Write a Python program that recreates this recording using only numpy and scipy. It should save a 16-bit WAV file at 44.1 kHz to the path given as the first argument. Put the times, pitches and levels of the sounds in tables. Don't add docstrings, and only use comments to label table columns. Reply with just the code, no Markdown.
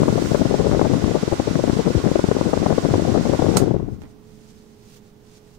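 import sys
import numpy as np
from scipy import signal
from scipy.fft import rfft, irfft, next_fast_len
from scipy.io import wavfile
from scipy.ndimage import map_coordinates

SR = 44100
rng = np.random.default_rng(int(sys.argv[2]) if len(sys.argv) > 2 else 0)


def dump_mix(stems):
    frames = np.atleast_2d(stems).T
    limited = np.clip(frames, -1, 1)
    pcm = np.round(limited * 32767).astype(np.int16)
    wavfile.write(sys.argv[1], SR, pcm)


N = 246334
TIME, FREQ = np.arange(N) / SR, np.geomspace(1, SR / 2, num=4000)
OFF_S, RUNDOWN_S = 3.586, 0.57
USUAL_JET_DB = -24


# t/s, level/dB, length/s, swirl pitch f/Hz
TISSUE_FLAPS = [(0.004, -13.5, 0.0069, 334), (0.02, -11.5, 0.0061, 301.4), (0.033, -8, 0.0063, 401),
                (0.084, -11, .012, 450.5), (0.102, -15.5, 0.0096, 302), (0.128, -12, 0.0068, 410),
                (0.159, -14, 0.0085, 385), (0.181, -13, 0.012, 430), (0.221, -14, 0.0072, 319),
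                (0.316, -12.5, 0.011, 359.1), (.349, -6.5, 0.008, 520), (0.416, -7.5, 0.011, 298),
                (.457, -11.5, 0.0099, 349.6), (0.514, -12, 0.017, 340.6), (0.544, -9, 0.0085, 415.7),
                (0.599, -7, 0.0082, 290.2), (.612, -15, .01, 400), (0.665, -12, 0.017, 377.7),
                (0.716, -12.5, 0.0069, 562), (0.731, -9.5, 0.011, 341.3), (.75, -10, 0.0068, 514.5),
                (.772, -14.5, 0.0082, 430.2), (0.796, -11, 0.0052, 510), (0.816, -7.5, 0.0066, 520.5),
                (.831, -16, .008, 450.2), (0.853, -12, 0.014, 429.5), (0.901, -14, 0.0069, 339),
                (0.938, -10, .013, 363.4), (.957, -13.5, 0.008, 300.3), (1.022, -16.5, .01, 330),
                (1.044, -9.5, 0.007, 260.7), (1.062, -15, 0.0079, 300), (1.08, -13, .01, 380.2),
                (1.113, -12.5, 0.01, 338), (1.154, -10.5, .013, 430.8), (1.173, -16.5, 0.0059, 340),
                (1.232, -8.5, 0.0068, 349.5), (1.28, -11, 0.007, 320.8), (1.326, -10.5, 0.013, 388.7),
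                (1.401, -7, 0.0058, 377.7), (1.478, -11.5, 0.009, 339.7), (1.51, -10, 0.0082, 249.4),
                (1.557, -12, .013, 328.8), (1.594, -11, 0.0094, 327.7), (1.641, -10, 0.0066, 481.3),
                (1.679, -11, 0.0081, 349.7), (1.699, -9.5, 0.0076, 310.9), (1.733, -13, .009, 270.6),
                (1.768, -13, 0.0096, 299), (1.796, -9.5, .012, 350.6), (1.87, -11, 0.02, 360),
                (1.906, -15, .012, 329.1), (1.953, -9.5, 0.0084, 290.3), (1.964, -14, 0.018, 140),
                (1.977, -10.5, 0.014, 260), (2.043, -14, .01, 319.8), (2.066, -11.5, 0.022, 339.7),
                (2.117, -10, 0.0062, 329.5), (2.159, -6.5, 0.0072, 371), (2.1945, -8.5, 0.00482, 409.7),
                (2.243, -9.5, 0.0082, 339.7), (2.288, -9.5, 0.0066, 319.1), (2.316, -8, 0.0082, 423.2),
                (2.352, -14, 0.0068, 353), (2.368, -12.5, 0.0078, 400.6), (2.389, -18, 0.0078, 330.6),
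                (2.414, -10, 0.0059, 439.3), (2.464, -14, .022, 390.4), (2.493, -17, 0.0069, 360),
                (2.535, -10, .009, 448.5), (2.574, -11, 0.0089, 310), (2.62, -13, 0.0061, 313.5),
                (2.634, -16, .011, 419.3), (2.664, -8.5, 0.0079, 481.2), (2.706, -10.5, .014, 442.3),
                (2.728, -9, 0.0085, 398.7), (2.783, -8.5, 0.0071, 421.4), (2.833, -18, 0.01038, 350.6),
                (2.852, -10, 0.017, 360), (2.911, -12, 0.01, 330.8), (2.9406, -7, 0.0061, 390.4),
                (2.958, -10.5, .008, 270.4), (2.982, -13, 0.0059, 320), (2.997, -13, 0.0089, 409),
                (3.023, -17, 0.0097, 360), (3.053, -12, 0.0055, 439.8), (3.084, -14.5, 0.024, 438.7),
                (3.122, -12, 0.0063, 338.8), (3.152, -12.5, .016, 379.9), (3.175, -12.5, 0.011, 399.5),
                (3.195, -14.5, 0.011, 321.1), (3.212, -17, 0.0081, 349.7), (3.259, -15, .017, 402),
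                (3.297, -9, 0.0083, 298.5), (3.335, -12, .016, 411.4), (3.352, -16, 0.0069, 339.7),
                (3.396, -7, 0.0068, 380.2), (3.424, -11, 0.0099, 416), (3.446, -16.5, .012, 430),
                (3.467, -10, 0.0053, 429.5), (3.488, -11, 0.017, 320.3), (3.517, -10.5, 0.0048, 341.3),
                (3.562, -9.5, .013, 408.4), (3.625, -11.5, .016, 370.5), (3.641, -12.5, 0.0051, 380),
                (3.676, -14.5, .01, 349.3), (3.711, -11.5, .011, 310.3), (3.745, -13, 0.0083, 360.2),
                (3.764, -10, .005, 250.7), (3.8, -16.5, .008, 340.2), (3.828, -18, 0.01402, 234.8),
                (3.851, -25.5, .014, 194.9), (3.883, -21.5, 0.013, 200), (3.925, -23, .022, 174.8),
                (3.984, -32, 0.016, 170), (4.018, -34, .015, 170.3)]
# f/Hz, level/dB
SWIRL_SPECTRUM = [(20, -27), (50, -9.5), (100, -3), (170, 1.5), (300, -1.5), (480, -3.5), (700, -10.5),
                  (1000, -23.5), (1600, -39), (3000, -62.5), (8000, -75.5)]

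def gusts(swirl_hz=363.5, wake_hz=240.05, core_s=0.0062, lead_s=0.002123, skew=0.19):
    rows = np.vstack([TISSUE_FLAPS, trembles()])
    start, level_db, length, hz = rows.T
    core = air_speed(start) / (1 + (length / core_s) ** 2)
    pops = np.zeros(N)
    for s, db, core_length, pitch in zip(start, level_db, core * length, hz):
        pop, at = vortex(pitch, db), max(int((s - lead_s) * SR), 0)
        pops[at:at + len(pop)] += from_db(db) * np.sqrt(core_length) * pop
    wake = from_db(USUAL_JET_DB + jet_db(TIME) + rundown_db(TIME) + 2 * drift(59.6)) ** 2
    power = swells(rows, 1 - core) + wake
    mean_hz = (swells(rows, (1 - core) * hz) + wake_hz * rundown_pitch(TIME) * wake) / power
    swirls = map_coordinates(noise(SWIRL_SPECTRUM), [np.cumsum(mean_hz / swirl_hz)], mode="mirror")
    flow = hold_level(swirls)
    pressure = flow + skew * (flow ** 2 - 1)
    return pops + np.sqrt(power) * pressure


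def trembles(per_s=48, length_s=0.007, jitter_s=0.003):
    edges = [0] + [s for s, *_ in TISSUE_FLAPS] + [OFF_S + RUNDOWN_S]
    beats = np.concatenate([np.linspace(a, b, max(round((b - a) * per_s), 1), endpoint=False)[1:]
                            for a, b in zip(edges, edges[1:])])
    late, strong, high = rng.standard_normal((len(beats), 3)).T
    db = -19.5 + 1.02 * jet_db(beats) + rundown_db(beats) + 1.5 * strong
    octaves = 0.035 * jet_db(beats) + 0.1514 * high
    hz = 341.6 * rundown_pitch(beats) * 2 ** octaves
    return np.c_[beats + jitter_s * late, db, np.full(len(beats), length_s), hz]


def vortex(hz, strength_db):
    sharpness = from_db(0.26 * (strength_db + 7)).clip(0.8, 1.8)
    band = signal.butter(3, [0.38 * hz, 1.46 * hz * sharpness], "band", fs=SR, output="sos")
    pop = -signal.sosfilt(band, signal.unit_impulse(SR // 20))
    return pop / np.sqrt(np.sum(pop ** 2) / SR)


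# t/s, level/dB
JET_STRENGTH = [(0, -18), (.27, -24), (.55, -23), (.8, -19), (1.05, -20.5), (1.2, -31), (1.43, -31),
                (1.6, -24.5), (1.85, -29), (2.3, -28), (2.65, -24), (2.8, -27), (2.92, -20), (3.2, -20),
                (3.37, -26.5), (3.45, -19), (3.68, -19.5), (3.86, -26)]

def jet_db(s):
    return np.interp(s, *np.transpose(JET_STRENGTH)) - USUAL_JET_DB


def air_speed(s):
    return np.clip(1 - (s - OFF_S) / RUNDOWN_S, 0.05, 1)


def rundown_db(s):
    return 20 * np.log10(air_speed(s) ** 1.636)


def rundown_pitch(s):
    return air_speed(s) ** 0.55


# t/s, length/s
TISSUE_LULLS = [(0.062, 0.021), (0.121, 0.01), (0.34, 0.012), (0.439, 0.015), (0.484, .012), (0.52, 0.008),
                (0.634, 0.013), (0.887, 0.0089), (1.001, .012), (1.135, .012), (1.215, 0.014),
                (1.258, 0.019), (1.3, 0.017), (1.364, 0.017), (1.44, 0.028), (1.835, 0.025), (1.933, .02),
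                (2.021, 0.017), (2.146, 0.011), (2.219, 0.019), (2.267, 0.015), (2.339, 0.01),
                (2.514, 0.019), (2.654, 0.0073), (2.768, .012), (2.81, .018), (2.875, .012),
                (2.928, 0.0078), (2.971, 0.005), (3.062, 0.0083), (3.242, 0.0099), (3.379, 0.013)]

def lulls(depth_db=-5.5):
    return from_db(depth_db * swells([(s, 0, length) for s, length in TISSUE_LULLS], lean=0))


# t/s, level/dB, f/Hz
EDGE_WHIPS = [(0.0353, -23, 1300), (.0866, -20, 1300), (.155, -22, 1100), (.182, -22.5, 990),
              (0.26, -23, 1400), (0.3476, -18, 1202), (.455, -23, 1149), (0.5403, -32, 1500),
              (0.714, -22, 1348), (.722, -23, 1600), (0.7335, -23, 1200), (.752, -25, 1201),
              (0.7954, -15, 1150), (0.815, -17, 895), (.942, -26, 1149), (1.043, -14.5, 947),
              (1.555, -19, 1505), (1.6968, -20, 1300), (1.7067, -21.5, 1350), (1.862, -24, 1299),
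              (2.0499, -22, 1350), (2.0565, -22, 1049), (2.0746, -22, 1498), (2.158, -20.5, 1601),
              (2.1946, -16, 1047), (2.2396, -25, 1097), (2.412, -25, 1001), (2.5356, -21, 1451),
              (2.5754, -23, 1404), (2.703, -23.5, 1303), (2.7272, -24, 1399), (2.849, -24, 1201),
              (2.9012, -23, 1250), (2.9385, -18, 1410), (3.1211, -25.5, 1099), (3.1446, -22.5, 1352),
              (3.157, -24, 1050), (3.1764, -19.5, 1350), (3.256, -25, 999), (3.3353, -23, 1299),
              (3.4215, -23.5, 1300), (3.458, -22, 1154), (3.5158, -25.5, 1149), (3.5618, -20, 1150),
              (3.623, -22.5, 1150)]

def cracks(length_s=0.00067):
    out = np.zeros(N)
    for s, db, hz in EDGE_WHIPS:
        pop, at = vortex(hz, db), int(s * SR)
        out[at:at + len(pop)] += from_db(db) * np.sqrt(length_s) * pop
    return out


# f/Hz, level/dB
SPILL_SPECTRUM = [(20, -7), (60, 0), (110, 22), (180, 2), (350, -18), (1000, -92)]

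def spill():
    db = -40 + 1.67 * jet_db(TIME) + rundown_db(TIME) + 5.5 * drift(9)
    return from_db(db) * hold_level(noise(SPILL_SPECTRUM))


# f/Hz, level/dB per Hz
RUSH_SPECTRUM = [(25, -74), (100, -64), (200, -62.5), (450, -63.5), (900, -69), (1500, -70.5), (2500, -75),
                 (4500, -76), (7300, -77.5), (9000, -83), (11500, -94), (15000, -96.5)]
# f/Hz, width/Hz, boost/dB
DUCT_RESONANCES = [(295, 75, 7.5), (684, 110, 2.5), (1077, 170, 5), (1443, 56, 6), (2013, 51, 5),
                   (3800, 120, 1), (5200, 36, 5.5), (5830, 40, 7.5), (6900, 60, 1), (6870, 46, 3.5)]
# f/Hz, fade/dB per s
RUSH_FADE = [(100, 1.5), (350, 33.5), (1000, 56), (4000, 91), (12000, 106)]

def blower(flutter_db=0.85):
    rush = stereo_noise(RUSH_SPECTRUM, DUCT_RESONANCES)
    coasting_s = np.maximum(TIME - OFF_S, 0)
    centres, out = np.geomspace(150, 10000, num=6), 0
    for hz, share in zip(centres, np.eye(len(centres))):
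        band = colour(rush, at_hz(np.c_[centres, share]))
        out = out + band * from_db(flutter_db * drift(24) - at_hz(RUSH_FADE, hz) * coasting_s)
    return out


# t/s, level/dB, decay/s
SWITCH_HITS = [(3.5675, -10, 0.03), (3.5701, 3, 0.021), (3.5728, -4.5, 0.036), (3.581, -12, .06),
               (3.594, -19, 0.069)]
# f/Hz, level/dB per Hz
SNAP_SPECTRUM = [(200, -55), (800, -48), (1500, -50), (2800, -57.5), (4800, -50), (7000, -55), (8400, -48),
                 (10000, -57), (11800, -56.5), (12600, -62), (15000, -64)]
# f/Hz, width/Hz, boost/dB
SNAP_RESONANCES = [(3900, 700, -2.5), (6550, 160, 2), (8350, 380, 4), (7360, 120, -6), (9360, 200, -7.5)]
# f/Hz, level/dB, decay/s
RING_TONES = [(5400, -38, .1), (6640, -29, 0.11), (6959, -35, 0.12), (7860, -34, .08), (7900, -34, 0.085),
              (8342, -14, .04), (8660, -30, .06), (9760, -39, .1), (10820, -43, .1), (13300, -37, .08),
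              (14700, -37, .08)]
# f/Hz, level/dB
SWITCH_AT_LEFT = [(800, 7.5), (2400, -8.5), (4400, -8.5), (8100, -18), (15000, -19)]

def switch(echo_db=-16, echo_s=0.15):
    ring = np.zeros(N)
    for s, db, _ in SWITCH_HITS:
        near = slice(*np.searchsorted(TIME, [s, s + 0.5]))
        age = TIME[near] - s
        for hz, tone_db, decay_s in RING_TONES:
            ring[near] += from_db(db + tone_db - 60 * age / decay_s) * np.sin(2 * np.pi * hz * age)
    snap = strikes(SWITCH_HITS)
    echo = strikes([(s, db + echo_db, echo_s) for s, db, _ in SWITCH_HITS])
    left, right = [noise(SNAP_SPECTRUM, SNAP_RESONANCES) * snap + ring + noise(SNAP_SPECTRUM) * echo
                   for side in range(2)]
    return np.array([colour(left, from_db(at_hz(SWITCH_AT_LEFT))), right])


# t/s, level/dB, length/s, extra level of the sizzle/dB
TISSUE_STROKES = [(0.319, 6.5, .24, -2), (3.946, -12, 0.05, -10), (4.026, -9.5, 0.022, -14),
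                  (4.111, -12.5, 0.041, -12), (4.329, -13, 0.096, -10), (4.46, -10, .11, -12),
                  (4.509, -7, 0.026, -8), (4.59, -11, .1, -11), (4.72, -14, .14, -11), (4.917, -7, 0.11, 0),
                  (4.969, -4.5, 0.045, 3), (5.085, -13.5, .06, -12), (5.31, -11, 0.077, -12),
                  (5.37, -5, 0.042, -8), (5.5, -13, 0.09, -10), (5.556, -9.5, 0.025, -9)]
# f/Hz, level/dB per Hz
SWISH_SPECTRUM = [(500, -105), (1500, -89.5), (3500, -89), (6500, -86.5), (9000, -90.5), (12000, -101),
                  (15000, -105)]
SIZZLE_SPECTRUM = [(7000, -125), (10500, -104), (12500, -100), (15000, -97)]

def swishes(grain_db=1.5, grain_hz=350, lean=-0.43):
    sizzles = [(s, db + extra_db, length) for s, db, length, extra_db in TISSUE_STROKES]
    swish = stereo_noise(SWISH_SPECTRUM) * np.sqrt(swells(TISSUE_STROKES, lean=lean))
    sizzle = stereo_noise(SIZZLE_SPECTRUM) * np.sqrt(swells(sizzles, lean=lean))
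    return (swish + sizzle) * from_db(0.5 + grain_db * drift(grain_hz))


# t/s, level/dB, decay/s
HAND_BUMPS = [(4.019, -4, 0.093), (4.036, -5, 0.12), (4.053, -7, 0.088)]
# f/Hz, level/dB per Hz
TRIM_SPECTRUM = [(100, -67), (350, -64), (800, -70), (1500, -80), (3000, -86.5), (8000, -100),
                 (15000, -104)]
# f/Hz, width/Hz, boost/dB
TRIM_RESONANCES = [(303.4, 29, 21), (427, 31, 5), (951, 150, 3), (1950, 520, 4)]

def trim_bump():
    return stereo_noise(TRIM_SPECTRUM, TRIM_RESONANCES) * strikes(HAND_BUMPS)


# f/Hz, level/dB per Hz
RUMBLE_SPECTRUM = [(20, -72), (60, -78.5), (110, -72), (200, -73.5), (280, -79.5), (480, -81.5),
                   (560, -86.5), (900, -90.5), (1600, -97.5), (3500, -102.5), (6500, -104.8),
                   (11500, -111.5), (15500, -106)]
# f/Hz, width/Hz, boost/dB
CABIN_RESONANCES = [(224.5, 10.6, 11), (310, 10.6, 5), (493, 22, 4.8)]
# f/Hz, likeness from 0 to 1
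RUMBLE_LIKENESS = [(60, 0.82), (290, 0.99), (640, 0.24), (1400, 0), (15000, 0.31)]
# f/Hz, level/dB
HUM_TONES = [(23.5, -64), (117.9, -61), (212, -54.5), (228, -61.5), (423.6, -52), (838, -71)]
# t/s, f/Hz
HUM_GLIDE = [(4.0, 430), (4.136, 423.7), (4.586, 425.8), (4.704, 418.5), (4.926, 420.6), (5.01, 413),
             (5.328, 422.1), (5.586, 420.3)]

def idling_car(usual_hz=423.6, waver=0.00302, throb_db=0.8, fade_db_per_s=1.1):
    alike = np.clip(at_hz(RUMBLE_LIKENESS), 0, 1)
    right, unrelated = [noise(RUMBLE_SPECTRUM, CABIN_RESONANCES) for side in range(2)]
    left = colour(right, alike) + colour(unrelated, np.sqrt(1 - alike ** 2))
    speed = np.interp(TIME, *np.transpose(HUM_GLIDE)) / usual_hz + waver * drift(4.54)
    phase = 2 * np.pi * np.cumsum(speed) / SR
    fade_db = fade_db_per_s * np.maximum(TIME - OFF_S, 0)
    hum = sum(np.sqrt(2) * from_db(db - fade_db - throb_db * drift(7.4)) * np.sin(hz * phase)
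              for hz, db in HUM_TONES)
    return np.array([left_microphone(left + hum), right + hum])


# f/Hz, level/dB
LEFT_RESPONSE = [(100, -7), (400, -9), (1000, -5), (2400, -4.5), (3500, -2), (6000, -2), (7200, -10.5),
                 (8000, -7.5), (8700, -16.5), (10000, -3.5), (13000, -5.5), (15500, -8)]

def left_microphone(x):
    return colour(x, from_db(at_hz(LEFT_RESPONSE)))


def stereo_noise(spectrum, resonances=()):
    return np.array([left_microphone(noise(spectrum, resonances)), noise(spectrum, resonances)])


def noise(spectrum, resonances=()):
    boost_db = sum(db / (1 + (2 * (FREQ - hz) / width) ** 2) for hz, width, db in resonances)
    return colour(rng.standard_normal(N) * np.sqrt(SR / 2), from_db(at_hz(spectrum) + boost_db))


def drift(rate_hz):
    slow = colour(rng.standard_normal(N), np.exp(-(FREQ / rate_hz) ** 2))
    return slow / slow.std()


def swells(rows, weights=1, lean=0.248):
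    out = np.zeros(N)
    for weight, (s, db, length, *_) in zip(weights * np.ones(len(rows)), rows):
        near = slice(*np.searchsorted(TIME, [s - 3 * length, s + 3 * length]))
        age = (TIME[near] - s) / length
        bell = np.exp2(-(2 * age / (1 + lean * np.sign(age))) ** 2)
        out[near] += weight * from_db(db) ** 2 * bell
    return out


def strikes(rows):
    return np.sqrt(sum((TIME >= s) * from_db(db - 60 * np.clip((TIME - s) / decay_s, 0, 2)) ** 2
                       for s, db, decay_s in rows))


def hold_level(x, span_s=0.032):
    window = np.hanning(int(span_s * SR))
    power = signal.fftconvolve(x * x, window / window.sum(), "same")
    return x / np.sqrt(power.clip(1e-20))


def colour(x, gain):
    size = next_fast_len(N, True)
    hz = np.arange(size // 2 + 1) * SR / size
    return irfft(rfft(x, size) * np.interp(hz, FREQ, gain), size)[..., :N]


def at_hz(points, hz=FREQ):
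    known_hz, values = np.transpose(points)
    return np.interp(np.log(hz), np.log(known_hz), values)


def from_db(db):
    return 10 ** (np.asarray(db) / 20)


def scene(gust_db=0.83, crack_db=1.5):
    left_wind = from_db(gust_db) * gusts() * lulls() + from_db(crack_db) * cracks()
    wind = np.array([left_wind, spill()])
    return wind + blower() + switch() + idling_car() + swishes() + trim_bump()


def record(dry, cutoff_hz=15600):
    rounded = dry / (1 + dry ** 8) ** (1 / 8)
    return signal.sosfilt(signal.ellip(10, 0.1, 80, cutoff_hz, fs=SR, output="sos"), rounded)


dry = scene()
out = record(dry)
dump_mix(out)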